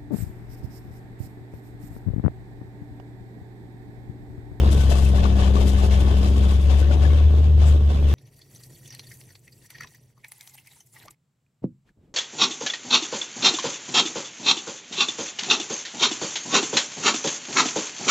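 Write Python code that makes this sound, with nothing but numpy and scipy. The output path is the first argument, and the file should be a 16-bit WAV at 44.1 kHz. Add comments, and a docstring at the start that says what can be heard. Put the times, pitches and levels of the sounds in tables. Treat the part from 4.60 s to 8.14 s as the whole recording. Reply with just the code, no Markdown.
"""A diesel's deep boom runs throughout, at the firing rate: a drilling rig at work on an open muddy site.
The six-cylinder engine is a sum of tones locked to the crank; it sags under load, then races and settles.
Exhaust and compressor roar are filtered noise, with dull knocks and a grit rattle; a short air jet whistles.
Air blows slurry from the hole as uneven gushes of random droplets; struck pipe modes clank now and then.
The treble shifts between left and right."""
import sys
import numpy as np
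from scipy import signal
from scipy.fft import rfft, irfft
from scipy.io import wavfile
from scipy.ndimage import uniform_filter1d

SR = 44100
rng = np.random.default_rng(int(sys.argv[2]) if len(sys.argv) > 2 else 0)


def file_out(sig):
    """Save sig as 16-bit WAV at sys.argv[1]."""
    # one column per channel
    cols = np.atleast_2d(sig).T
    # limit, then scale
    lim = np.clip(cols, -1, 1)
    pcm = np.round(lim * 32767).astype(np.int16)
    wavfile.write(sys.argv[1], SR, pcm)


N = 156114

# Engine speed: (time [s], firing rate [Hz])
FIRING_RATE = [(0, 69), (.25, 67.9), (.6, 66.5), (1.5, 66.5), (1.8, 67.5), (2.1, 69.5), (2.4, 72.6),
               (2.65, 74.4), (2.85, 75), (3.1, 73.5), (3.3, 72.2), (3.54, 70.8)]
# Engine tones: (time [s], firing tone [dB], second harmonic [dB], third harmonic [dB],
# reference level of the crankshaft orders [dB], left-right [dB])
ENGINE_LEVELS = [(0, -15, -30, -35, -33, 2), (.25, -15.5, -30, -34, -32, 3), (.45, -15.5, -33, -33, -31, 4),
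                 (.65, -15.5, -37, -28, -31, 3.5), (1.0, -16, -37.5, -29, -31, 3.8),
                 (1.35, -16.5, -38, -31, -33, 3.5), (1.6, -16.5, -39, -30, -33, 3),
                 (1.85, -15, -39, -32, -32, 2.5), (2.05, -15.5, -41, -42, -35, 3),
                 (2.2, -14.5, -41, -41, -35, 4), (2.37, -16, -33, -38, -35, 3.5),
                 (2.5, -13.5, -34, -38, -34, 3), (2.66, -12, -38, -46, -36, 2),
                 (2.85, -14, -37, -45, -35, 1.5), (3.0, -12.5, -33, -43, -33, 2),
                 (3.14, -12.6, -34, -43, -34, 2), (3.21, -16.5, -35, -43, -35, .3),
                 (3.27, -14.2, -35, -44, -35, .7), (3.34, -19, -34, -42, -35, -.4),
                 (3.39, -18.5, -33, -42, -35, 0), (3.44, -15, -34, -44, -35, 2)]
# Crankshaft orders from uneven cylinders: (multiple of the firing rate, level re reference [dB])
CRANK_ORDERS = [(2 / 3, -11), (4 / 3, 0), (3 / 2, -5), (5 / 3, -4), (7 / 3, -14), (5 / 2, -9)]
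# Roar, each level within its band below: (time [s], exhaust rumble [dB], machinery hiss [dB])
ROAR_LEVELS = [(0.03, -29.5, -39), (0.16, -32.5, -45), (0.21, -36, -43.5), (0.31, -32.5, -42),
               (0.38, -36.5, -46.5), (0.63, -33, -46), (0.96, -34, -44.5), (0.99, -29, -47.5),
               (1.17, -38, -45), (1.26, -28, -53), (1.3, -37, -43.5), (1.47, -32.5, -43.5),
               (2.02, -37.5, -46), (2.47, -32.5, -47), (2.54, -35, -45.5), (2.62, -34.5, -47),
               (2.65, -40.5, -51), (2.78, -33.5, -48.5), (2.81, -37, -55), (3.12, -36, -45),
               (3.22, -38.5, -50.5), (3.5, -34.5, -44.5)]
# Exhaust rumble spectrum: (frequency [Hz], relative gain [dB])
RUMBLE_SPECTRUM = [(22, 12), (32, -0.5), (48, 9), (68, 12.5), (95, 8.5), (125, -5), (165, 1), (250, -4),
                   (400, -4.5), (500, -9.5), (700, -14), (900, -20.5), (1300, -28.5), (2500, -49)]
# Machinery hiss spectrum: (frequency [Hz], relative gain [dB])
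HISS_SPECTRUM = [(530, -8), (900, -8.5), (1100, -1), (1250, -9.5), (1470, -10), (1910, -10.5), (3420, -7.5),
                 (4360, -14.5), (6700, -19.5), (12800, -32.5), (14400, -47)]
# Casing resonances, in hiss and spray: (frequency [Hz], width [Hz], gain [dB])
CASING_MODES = [(1127, 18, 7.5), (1507, 25, 11.5), (1732, 110, 6), (2160, 29, 3.5), (2680, 57, 4.5),
                (3076, 21, 9), (3500, 26, 7.5), (4550, 60, -3), (4900, 88, 5.5)]
# Treble balance: (time [s], left-right [dB])
TREBLE_PAN = [(0, 0.5), (.5, 4.5), (1.5, 2), (2.5, 8), (3.1, 6.5), (3.3, -2.5), (3.54, 2)]
# Slurry gushes: (time [s], level before CREST_DB is taken off [dB], decay length [s],
# brightness: treble up and bass down by this [dB], left-right [dB])
GUSHES = [(0.123, -28, 0.034, 5.5, 20), (0.164, -37.5, 0.12, 1.5, 20.5), (0.309, -23.5, 0.041, 0.5, 15),
          (0.346, -31, 0.071, -2, 16), (0.402, -38, 0.11, 3.5, 20), (0.56, -26, 0.04, -3.5, 6),
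          (0.604, -30.5, 0.036, -9.5, -1), (0.635, -37, 0.085, -9.5, 13.5), (0.767, -30.5, 0.091, -7, 3.5),
          (0.834, -39.5, 0.078, -10, 18.5), (0.947, -33, 0.093, -6, 9.5), (1.012, -29.5, 0.048, -1.5, 11.5),
          (1.064, -30.5, 0.079, 1.5, 14.5), (1.18, -28.5, 0.056, -3.5, 10), (1.232, -25.5, 0.058, -2.5, 0),
          (1.318, -27, 0.063, -3, 4.5), (1.402, -33, 0.047, 1.5, 12.5), (1.468, -37, 0.07, -7, 14),
          (1.576, -42.5, 0.036, 12, 12), (1.624, -31.5, 0.095, -1.5, 6.5), (1.74, -38, 0.1, 0, 10),
          (1.826, -36, 0.083, -3, 7.5), (1.89, -35, 0.086, -0.5, 11.5), (2.012, -37, 0.06, 5, 3),
          (2.105, -34.5, 0.063, -7.5, 15), (2.185, -33, 0.043, -1.5, 21), (2.322, -30.5, 0.04, -9, 9.5),
          (2.384, -41, 0.062, -11, 4), (2.429, -37, 0.053, -10, 14), (2.58, -47, 0.043, -15, 14.5),
          (2.635, -52, 0.047, -19, 13), (2.764, -45.5, 0.059, -12, -8), (2.833, -46.5, 0.044, -12.5, 17.5),
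          (3.008, -41.5, 0.085, -7, 17.5), (3.06, -41.5, 0.079, 5.5, 14), (3.134, -53, 0.038, -5, 2),
          (3.243, -47, 0.048, 4, -9), (3.3, -38, 0.069, -8, 2), (3.49, -46, 0.059, 13, 6)]
# Droplet spray spectrum: (frequency [Hz], relative gain [dB])
SPRAY_SPECTRUM = [(250, 3), (700, 11), (1500, -6.5), (2400, -3), (3300, 1.5), (4500, -3.5), (7000, -4.5),
                  (10000, -9.5), (14500, -18)]
# Pipe clanks: (time [s], peak before panning [dB], pitch region struck [Hz])
CLANKS = [(.313, -22.5, 680), (.316, -32, 1750), (0.317, -37, 2650), (.34, -39, 2650), (.352, -34, 1130),
          (.385, -35, 1130), (0.458, -37, 2650), (.535, -27, 680), (0.581, -33, 1130), (0.582, -34, 1720),
          (.627, -30, 700), (0.651, -26, 1130), (.655, -32, 1485), (.711, -27, 680), (.795, -32, 1130),
          (0.82, -33, 1750), (.875, -34, 1130), (.965, -27, 1130), (1.185, -32, 1130), (2.301, -29, 600),
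          (2.311, -33, 1485), (2.449, -31, 1710), (3.038, -33, 1250)]
# Drill pipe modes: (frequency [Hz], level [dB], t60, capped in clanks [s])
PIPE_MODES = [(399, 5, 0.17), (468, 4, 0.13), (582, 14, 0.11), (683, -0.5, 0.048), (788, -11.5, 0.017),
              (1116, -10, 0.025), (1180, -12.5, 0.082), (1400, -10.5, 0.06), (1713, -13.5, 0.028),
              (1930, -10, 0.065), (2622, -7, .1), (3380, -25, 0.02), (3305, 0, 0.13), (3825, 9.5, 0.025)]
# Whistling air jet: (time [s], length [s], level before panning [dB], centre [Hz], width [Hz])
JET = (3.055, .052, -49, 7400, 1300)
# Left-right likeness: (frequency [Hz], likeness [0-1])
LIKENESS = [(30, .97), (100, 0.89), (300, 1), (700, 0.72), (1400, 0.18), (3000, 0.35), (6000, 0.24),
            (10000, 0.048), (14000, 0.67)]

LAG_S = 0.0003  # the left side hears later
LOWPASS_HZ = 14200
WOBBLE_RMS_DB, ORDER_WOBBLE_RMS_DB, JITTER_RMS_HZ = 0.2, 2.5, 0.18
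FOURTH_RE_THIRD_DB = -12
RUMBLE_BAND_HZ, HISS_BAND_HZ = (230, 900), (2000, 4500)
RUMBLE_PUFF_DEPTH, HISS_PUFF_DEPTH = 0.06, 0.2
DEEP_HZ, DEEP_DB = 220, -36  # below this pitch the rumble ignores its level table
KNOCKS_PER_S, KNOCK_SPREAD_DB, KNOCK_SHARE = 200, 4, 1.1
RATTLE_RE_HISS_DB, RATTLES_PER_S, RATTLE_SPREAD_DB = -1.5, 700, 1
RISE_S, DROPS_PER_S, DROP_SPREAD_DB = 0.038, 6000, 2.5
SPUTTER_RMS_DB, CREST_DB = 2.0, 9
SCRAPE_S, CLANK_MAX_T60_S, REACH_DB_PER_OCT2 = 0.004, 0.05, -200


def gain_of(db):
    """Amplitude ratio of a level in dB."""
    return 10 ** (np.asarray(db) / 20)


def evened(x):
    """Scales to rms 1."""
    return x / np.sqrt(np.mean(x ** 2) + 1e-20)


def read(points, hz):
    """Reads a frequency table, linear over log frequency."""
    f, value = np.transpose(points)
    return np.interp(np.log(hz + 1), np.log(f + 1), value)


def curves(table):
    """Each column of a table, joined by straight lines in time."""
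    time_s, *columns = np.transpose(table)
    return [np.interp(np.arange(N) / SR, time_s, column) for column in columns]


def wander(top_hz):
    """Random drift of rms 1: sines from a tenth of top_hz up to top_hz."""
    t = np.arange(0, N + 64, 64) / SR
    slow = sum(np.sin(2 * np.pi * (f * top_hz * t + rng.random())) / np.sqrt(f)
               for f in np.geomspace(0.1, 1, 16))
    return np.interp(np.arange(N) / SR, t, evened(slow))


def colour(x, spectrum, lo_hz, hi_hz, modes=()):
    """Filters by a spectrum and resonances; rms 1 between lo_hz and hi_hz."""
    hz = np.fft.rfftfreq(N, 1 / SR)
    modes_db = sum(db / (1 + (2 * (hz - f) / width) ** 2) for f, width, db in modes)
    z = rfft(x) * gain_of(read(spectrum, hz) + modes_db)
    in_band = irfft(z * (hz > lo_hz) * (hz < hi_hz), N)
    return irfft(z, N) / np.std(in_band)


def pair(a, b, pan_db):
    """Stereo: a reaches both sides, the left one later; b reaches only the right."""
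    hz = np.fft.rfftfreq(N, 1 / SR)
    same = np.clip(read(LIKENESS, hz), 0, 1)
    left = irfft(rfft(a) * np.exp(-2j * np.pi * hz * LAG_S), N)
    right = irfft(same * rfft(a) + np.sqrt(1 - same ** 2) * rfft(b), N)
    return np.array([left * gain_of(pan_db / 2), right * gain_of(-pan_db / 2)])


def patchy(patchy_db, flicker_db):
    """Two unrelated noises that share drifting time-frequency patches and a flicker of level."""
    z = signal.stft(rng.standard_normal((2, N)), nperseg=512)[2]
    patches = uniform_filter1d(rng.standard_normal(z.shape[1:]), size=5, axis=0)
    patches = evened(uniform_filter1d(patches, size=6, axis=1))
    noise = signal.istft(z * gain_of(patchy_db * patches), nperseg=512)[1][:, :N]
    return noise * gain_of(flicker_db * wander(30))


def ring(hz, db, t60_s):
    """One pipe mode: a sine dying exponentially, 60 dB in t60_s."""
    t = np.arange(SR // 4) / SR
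    return gain_of(db - 60 * t / t60_s) * np.sin(2 * np.pi * hz * t)


def knocks():
    """Dull knocks of the drill string: random signed impulses, high-passed off the deepest bass."""
    strengths = gain_of(KNOCK_SPREAD_DB * np.minimum(rng.exponential(1, N), 4))
    taps = strengths * (rng.random(N) < KNOCKS_PER_S / SR)
    highpass = signal.butter(2, 220, "high", fs=SR, output="sos")
    return evened(signal.sosfilt(highpass, taps * rng.choice([-1., 1.], N)))


def rattle(puff):
    """Grit and loose parts tap the pipe, one mode at a time, more often at each firing."""
    strengths = gain_of(RATTLE_SPREAD_DB * np.minimum(rng.exponential(1, N), 5))
    taps = strengths * (rng.random(N) < RATTLES_PER_S / SR * (1 + 0.3 * puff))
    which = rng.integers(0, len(PIPE_MODES), N)
    return evened(sum(signal.oaconvolve(taps * (which == k), ring(*mode))[:N]
                      for k, mode in enumerate(PIPE_MODES)))


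def roar(turns, engine_pan_db):
    """Exhaust rumble and machinery hiss, noise that puffs with the firings, plus pipe rattle."""
    rumble_db, hiss_db = curves(ROAR_LEVELS)
    puff, pan_db = np.sin(2 * np.pi * turns), curves(TREBLE_PAN)[0]
    rumble = [colour(x + KNOCK_SHARE * np.std(x) * knocks(), RUMBLE_SPECTRUM, *RUMBLE_BAND_HZ)
              for x in patchy(patchy_db=0.0, flicker_db=0.4)]
    hiss = [colour(x, HISS_SPECTRUM, *HISS_BAND_HZ, CASING_MODES)
            for x in patchy(patchy_db=2.0, flicker_db=1.5)]
    rumble = pair(*rumble, engine_pan_db + 2.5)
    deep = signal.sosfiltfilt(signal.butter(2, DEEP_HZ, fs=SR, output="sos"), rumble)
    upper = (rumble - deep) * gain_of(rumble_db) * (1 + RUMBLE_PUFF_DEPTH * puff)
    hiss = pair(*hiss, pan_db) * gain_of(hiss_db) * (1 + HISS_PUFF_DEPTH * puff)
    loose = pair(rattle(puff), rattle(puff), pan_db + 3.5) * gain_of(hiss_db + RATTLE_RE_HISS_DB)
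    return deep * gain_of(DEEP_DB) + upper + hiss + loose


def jet():
    """A whistling air jet: a band of noise that swells and stops."""
    start_s, length_s, db, hz, width_hz = JET
    u = np.clip((np.arange(N) / SR - start_s) / length_s, 0, 1)
    bandpass = signal.butter(2, [hz - width_hz / 2, hz + width_hz / 2], "band", fs=SR, output="sos")
    band = signal.sosfilt(bandpass, rng.standard_normal((2, N)))
    return pair(*evened(band), 11) * gain_of(db) * np.sqrt(np.sin(np.pi * u))


def slurry():
    """Dense random droplets over a little noise, swelling and dying with each gush."""
    strengths = gain_of(DROP_SPREAD_DB * np.minimum(rng.exponential(1, (2, N)), 5))
    drops = strengths * (rng.random((2, N)) < DROPS_PER_S / SR)
    drops = drops * rng.choice([-1., 1.], (2, N)) + 0.12 * rng.standard_normal((2, N))
    wet = pair(*[colour(d, SPRAY_SPECTRUM, 4000, 14000, CASING_MODES) for d in drops], 0)
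    top = signal.sosfiltfilt(signal.butter(1, 5000, "high", fs=SR, output="sos"), wet)
    t, dull_power, bright_power = np.arange(N) / SR, np.zeros((2, N)), np.zeros((2, N))
    for start_s, db, length_s, tilt_db, pan_db in GUSHES:
        u = np.maximum(t - start_s + RISE_S / 2, 0)
        sides_db = np.array([[pan_db], [-pan_db]]) / 2
        shape = (1 - np.exp(-u / RISE_S)) * np.exp(-(u / length_s) ** 2)
        swell = gain_of(db - CREST_DB + sides_db) * shape
        dull_power += (swell * gain_of(-tilt_db)) ** 2
        bright_power += (swell * gain_of(tilt_db)) ** 2
    low_sputter, top_sputter = (gain_of(SPUTTER_RMS_DB * wander(100)) for _ in range(2))
    return (wet - top) * np.sqrt(dull_power) * low_sputter + top * np.sqrt(bright_power) * top_sputter


def pipe():
    """Each clank is a gritty blow that briefly rings the pipe modes near the region struck."""
    t, out = np.arange(SR // 50) / SR, np.zeros(N + SR)
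    for start_s, db, struck_hz in CLANKS:
        blow = np.sin(2 * np.pi * struck_hz * t) + 1.2 * rng.standard_normal(len(t))
        body = sum(ring(hz, mode_db + REACH_DB_PER_OCT2 * np.log2(hz / struck_hz) ** 2,
                        min(t60_s, CLANK_MAX_T60_S))
                   for hz, mode_db, t60_s in PIPE_MODES)
        sound = signal.fftconvolve(blow * np.exp(-t / SCRAPE_S), body)
        out[round(start_s * SR):][:len(sound)] += gain_of(db) * sound / abs(sound).max()
    return pair(out[:N], out[:N], 9.9)


def engine(hz, turns, tone_db, second_db, third_db, orders_db, pan_db):
    """Firing tone, harmonics and crankshaft orders, phase-locked; all but the fourth waver in level."""
    heard = np.array([turns - hz * LAG_S, turns])  # firing cycles, left and right

    def order(multiple, db, start_cycles=0.):
        """A cosine at a multiple of the firing rate, with rms level db."""
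        return np.sqrt(2) * gain_of(db) * np.cos(2 * np.pi * (multiple * heard + start_cycles))
    tones = order(1, tone_db + WOBBLE_RMS_DB * wander(25))
    tones = tones + order(2, second_db + ORDER_WOBBLE_RMS_DB * wander(12), 0.5)
    tones = tones + order(3, third_db + WOBBLE_RMS_DB * wander(12))
    tones = tones + order(4, third_db + FOURTH_RE_THIRD_DB)
    for multiple, db in CRANK_ORDERS:
        level_db = orders_db + db + ORDER_WOBBLE_RMS_DB * wander(4.9)
        tones = tones + order(multiple, level_db, rng.random())
    return tones * gain_of([pan_db / 2, -pan_db / 2])


def scene():
    """Sums the sources; the engine's phase also drives the roar."""
    hz = curves(FIRING_RATE)[0]
    *levels_db, pan_db = curves(ENGINE_LEVELS)
    turns = np.cumsum(hz + JITTER_RMS_HZ * wander(15)) / SR  # in firing cycles
    return roar(turns, pan_db) + jet() + slurry() + pipe() + engine(hz, turns, *levels_db, pan_db)


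def record(dry):
    """Band limit: a steep linear-phase low-pass."""
    lowpass = signal.firwin(511, LOWPASS_HZ, window=("kaiser", 9), fs=SR)
    return signal.oaconvolve(dry, lowpass[None], "same")


dry = scene()
out = record(dry)
file_out(out)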